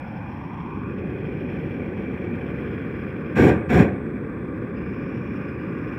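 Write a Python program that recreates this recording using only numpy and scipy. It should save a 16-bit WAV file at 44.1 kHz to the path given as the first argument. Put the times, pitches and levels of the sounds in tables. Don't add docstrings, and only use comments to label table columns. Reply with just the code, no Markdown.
import sys
import numpy as np
from scipy import signal
from scipy.fft import rfft, irfft, next_fast_len
from scipy.io import wavfile

SR = 44100
rng = np.random.default_rng(int(sys.argv[2]) if len(sys.argv) > 2 else 0)


def bounce(signal):
    frames = np.transpose(np.atleast_2d(signal))
    limited = np.clip(frames, -1, 1)
    pcm = np.round(limited * 32767).astype(np.int16)
    wavfile.write(sys.argv[1], SR, pcm)


N = 263718
TIME = np.arange(N) / SR
RESEAT_S = 4.745
ROAR_EDGE_HZ = 910


def from_db(db):
    return 10 ** (np.asarray(db) / 20)


def in_time(rows):
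    times, *columns = np.transpose(rows)
    return [np.interp(TIME, times, column) for column in columns]


def shaped(x, gain_at):
    size = next_fast_len(N)
    hz = np.maximum(np.fft.rfftfreq(size, 1 / SR), 1)
    return irfft(rfft(x, size) * gain_at(hz), size)[:N]


def noise(spectrum):
    at_hz, db = np.transpose(spectrum)
    white = rng.standard_normal(N)
    x = shaped(white, lambda hz: from_db(np.interp(np.log(hz), np.log(at_hz), db)) * (hz > 20))
    return x / x.std()


def flutter(rate_hz):
    pole = np.exp(-2 * np.pi * rate_hz / SR)
    x = signal.lfilter([1], [1, -2 * pole, pole ** 2], rng.standard_normal(N + SR))[SR:]
    return x / np.sqrt(np.mean(x ** 2))


def breathy_tone(pitch_hz, width_hz):
    phase = 2 * np.pi * np.cumsum(pitch_hz * np.ones(N)) / SR
    return flutter(width_hz) * np.cos(phase) + flutter(width_hz) * np.sin(phase)


def split(x, edge_hz, order=8):
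    low = shaped(x, lambda hz: 1 / (1 + (hz / edge_hz) ** order))
    return low, x - low


def resonate(x, resonances):
    for hz, width_hz, db in resonances:
        height = from_db(db / 2)
        damp = np.pi * width_hz / SR
        turn = -2 * np.cos(2 * np.pi * hz / SR)
        x = signal.lfilter([1 + damp * height, turn, 1 - damp * height],
                           [1 + damp / height, turn, 1 - damp / height], x)
    return x


# start and let-go in seconds, gas flow in dB, opening time in seconds.
LEVER_SQUEEZES = [(3.348, 3.492, -15, 0.0094), (3.683, 3.808, -15, 0.013)]
def gas_flow(release_db_per_s=143.5):
    flow = 1e-6
    for opens, let_go, db, opening_s in LEVER_SQUEEZES:
        attack = (1 - np.exp(-np.maximum(TIME - opens, 0) / opening_s)) ** 2
        flow = flow + attack * from_db(db - release_db_per_s * np.maximum(TIME - let_go, 0))
    return flow


def switched(at_s, snap_s=0.015):
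    return np.clip((TIME - at_s) / snap_s + .5, 0, 1)


def unseated():
    return switched(LEVER_SQUEEZES[0][0]) - switched(RESEAT_S)


def valve_whistle(final_hz=8080, sag_hz_per_s=110, final_db=-89, fade_db_per_s=7):
    left_s = np.clip(RESEAT_S - TIME, 0, RESEAT_S - LEVER_SQUEEZES[0][0])
    thin = breathy_tone(final_hz + sag_hz_per_s * left_s, width_hz=300)
    thin *= from_db(final_db + fade_db_per_s * left_s)
    low = breathy_tone(pitch_hz=3440, width_hz=220) * from_db(-81)
    return (thin + low) * unseated()


# time in seconds, pitch in Hz, level in dB relative to the hiss.
SLIDING_EDGE_TONE = [(0, 5180, -7), (0.5, 5430, -9), (1.1, 5380, -17.5), (2.2, 5517, -16),
                     (2.7, 5196, -15.5), (4.8, 5072, -10), (5.25, 5480, -9.5), (5.6, 4990, -10.5),
                     (5.9, 5400, -12.5)]
# pitch in Hz, width in Hz,
# then level in dB relative to the hiss before and after the valve reseats.
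STEADY_EDGE_TONES = [(2740, 150, -14.5, -6.5), (3150, 200, -7, -21.5), (3400, 150, -17, -17),
                     (4240, 270, -19, -34), (5000, 110, -20, -18), (8200, 300, -34, -35),
                     (11900, 400, -22.5, -29.5), (13900, 350, -29, -29)]
def edge_tones(wander_share=0.013, swell_db=1):
    slide_hz, slide_db = in_time(SLIDING_EDGE_TONE)
    tones = breathy_tone(slide_hz, width_hz=260) * from_db(slide_db)
    reseated = switched(RESEAT_S)
    for hz, width_hz, before_db, after_db in STEADY_EDGE_TONES:
        tone_db = before_db + (after_db - before_db) * reseated + swell_db * flutter(rate_hz=2.5)
        wandering_hz = hz * (1 + wander_share * flutter(rate_hz=1.2))
        tones += breathy_tone(wandering_hz, width_hz) * from_db(tone_db)
    return tones


# frequency in Hz, relative level in dB.
HISS_SPECTRUM = [(1800, -22.5), (2380, 4.5), (2750, 6), (3300, -15), (3800, -27), (4200, -23.5),
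                 (4600, -30), (6400, -30), (9500, -37), (11800, -28), (13000, -32.5), (14000, -28),
                 (16000, -45)]
# time in seconds, level in dB.
HISS_LEVELS = [(0, -66), (0.9, -67), (1.5, -61.5), (2.1, -65.5), (2.7, -63), (3.3, -66), (4.75, -63),
               (5.98, -64)]
def nozzle_hiss(waver_db=2.0, starved_db=-12):
    hiss_db, = in_time(HISS_LEVELS)
    jet = edge_tones() + noise(HISS_SPECTRUM)
    return jet * from_db(hiss_db + starved_db * unseated() + waver_db * flutter(rate_hz=25))


# time in seconds, pitch in Hz, level in dB.
IDLE_RING = [(0, 2372, -62), (0.55, 2423, -65.5), (1.05, 2460, -58.5), (2.0, 2309, -58), (3.3, 2398, -59.5),
             (4.95, 2340, -57), (5.4, 2436, -60), (5.98, 2390, -60.5)]
def tube_ring(starved_db=-8, kick_lag_s=0.022, kick_s=0.012):
    idle_hz, idle_db = in_time(IDLE_RING)
    idle = breathy_tone(idle_hz, width_hz=100) * from_db(idle_db + starved_db * unseated())
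    blown = breathy_tone(pitch_hz=2420, width_hz=100) * gas_flow() * from_db(-32)
    kicks = sum(np.exp(-((TIME - opens - kick_lag_s) / kick_s) ** 2) for opens, *_ in LEVER_SQUEEZES)
    kicked = breathy_tone(pitch_hz=2488, width_hz=100) * kicks * from_db(-42)
    return idle + blown + kicked


# time in seconds, lag behind the direct sound at the microphone in milliseconds.
ECHO_LAGS = [(0.05, 1.3), (0.5, 1.014), (0.8, 0.8), (1.05, 0.47), (2.3, 0.45), (2.7, 0.54), (5.98, 0.6)]
def ground_echo(flame, share=0.81, cutoff_hz=1240):
    lag_ms, = in_time(ECHO_LAGS)
    dull = shaped(flame, lambda hz: 1 / (1 + (hz / cutoff_hz) ** 2))
    return share * np.interp(TIME - lag_ms / 1000, TIME, dull)


def straw_whoosh(pitch_hz=930, rise_hz_per_ms=580, peak_db=-43.5, loudest_lag_ms=0.97, reach_ms=0.34):
    lag_ms, = in_time(ECHO_LAGS)
    drop_ms = loudest_lag_ms - lag_ms
    scattered = breathy_tone(pitch_hz + rise_hz_per_ms * drop_ms, width_hz=155)
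    return scattered * from_db(peak_db) * np.exp(-(drop_ms / reach_ms) ** 2)


# frequency in Hz, relative level in dB.
IDLE_SPECTRUM = [(25, -40), (45, -16), (75, -5), (190, 0), (350, -2.3), (550, -7), (750, -13.5),
                 (1700, -27.3), (2500, -32.5), (3000, -56), (4200, -58), (6500, -66), (15000, -64)]
# time in seconds, gain in dB.
RUSH_GAINS = [(0, -31), (0.55, -33.5), (1.2, -30.5), (2.7, -28), (4.05, -31.5), (5.1, -30.3), (5.7, -28.5)]
def idle_flame(roar_gain_db=-30.5, fall_db_per_ms=3, sputter_db=1.35):
    lag_ms, = in_time(ECHO_LAGS)
    rush_db, = in_time(RUSH_GAINS)
    roar, rush = split(noise(IDLE_SPECTRUM), ROAR_EDGE_HZ)
    roar *= from_db(roar_gain_db - fall_db_per_ms * lag_ms)
    rush *= from_db(rush_db + sputter_db * flutter(rate_hz=80))
    return roar + rush


# time in seconds, peak level in dB, pitch in Hz.
HOWL_SURGES = [(3.398, -28.5, 1560), (3.765, -36, 1674)]
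def cup_howl(surge_s=0.018):
    howl = breathy_tone(pitch_hz=1610, width_hz=80) * gas_flow() * from_db(-24)
    for at_s, db, hz in HOWL_SURGES:
        swell = np.exp(-((TIME - at_s) / surge_s) ** 2)
        howl += breathy_tone(hz, width_hz=80) * from_db(db) * swell
    return howl


# time in seconds, peak level in dB, pitch in Hz.
FLAME_POPS = [(3.401, -8, 317), (3.471, -4.5, 254), (3.808, -1, 212)]
def flame_pops(half_width_cycles=0.61):
    pops = np.zeros(N)
    for at_s, db, hz in FLAME_POPS:
        cycles = (TIME - at_s) * hz
        envelope = from_db(db) * np.exp(-(cycles / half_width_cycles) ** 2)
        pops += envelope * np.cos(2 * np.pi * (cycles + rng.random()))
    return pops


# frequency in Hz, relative level in dB.
BLAST_SPECTRUM = [(25, -34.5), (45, -24.5), (75, -3.5), (190, -0.5), (350, -2.5), (550, -9.5), (750, -20.5),
                  (1700, -26), (2500, -31.5), (3000, -42), (4200, -48), (6500, -53.5), (15000, -59.5)]
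# centre in Hz, width in Hz, gain in dB.
CUP_RESONANCES = [(720, 130, 9.5), (1780, 200, 2.5), (2240, 52, 5.5), (4100, 370, 2), (4580, 300, -1.5),
                  (5540, 340, 9), (6300, 290, -10), (7100, 640, 9), (9540, 1200, -8), (12500, 2500, 1.5)]
def blasts(burn_lag_s=0.01, jet_lead_s=0.0032, roar_gain_db=2, jet_gain_db=2, jet_growth=2.05):
    flow_db = 20 * np.log10(gas_flow())
    full_db = flow_db.max()
    burn_db = np.interp(TIME - burn_lag_s, TIME, flow_db)
    early_db = np.interp(TIME + jet_lead_s, TIME, flow_db)
    jet_db = full_db + jet_growth * (early_db - full_db)
    roar, upper = split(noise(BLAST_SPECTRUM), ROAR_EDGE_HZ)
    rush, jet = split(upper, edge_hz=3300)
    gas = rush * from_db(flow_db) + jet * from_db(jet_db + jet_gain_db)
    sputter = from_db(1.6 * flutter(rate_hz=110))
    return resonate(roar * from_db(burn_db + roar_gain_db) + gas * sputter, CUP_RESONANCES)


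def scene():
    flame = idle_flame()
    idling = flame + ground_echo(flame) + straw_whoosh() + nozzle_hiss()
    full_flow = blasts() + flame_pops() + cup_howl()
    return (idling + full_flow + tube_ring() + valve_whistle())[None]


# centre in Hz, width in Hz, gain in dB.
CASE_RESONANCES = [(644.5, 63.5, -13), (1211, 219, 7.5), (1289, 115, -14.5), (1560, 425, 5.5),
                   (2147, 106, -4), (2335, 650, 8), (2850, 160, -1.5), (3336, 445, 8), (4550, 320, -4),
                   (6000, 560, 1), (7130, 350, 0.5), (8200, 470, 7.5), (9322, 910, -5)]
def record(dry, cutoff_hz=15750):
    clipped = np.clip(resonate(dry, CASE_RESONANCES), -1, 1)
    lowpass = signal.ellip(12, .1, 90, cutoff_hz, fs=SR, output="sos")
    return signal.sosfilt(lowpass, clipped)


dry = scene()
out = record(dry)
bounce(out)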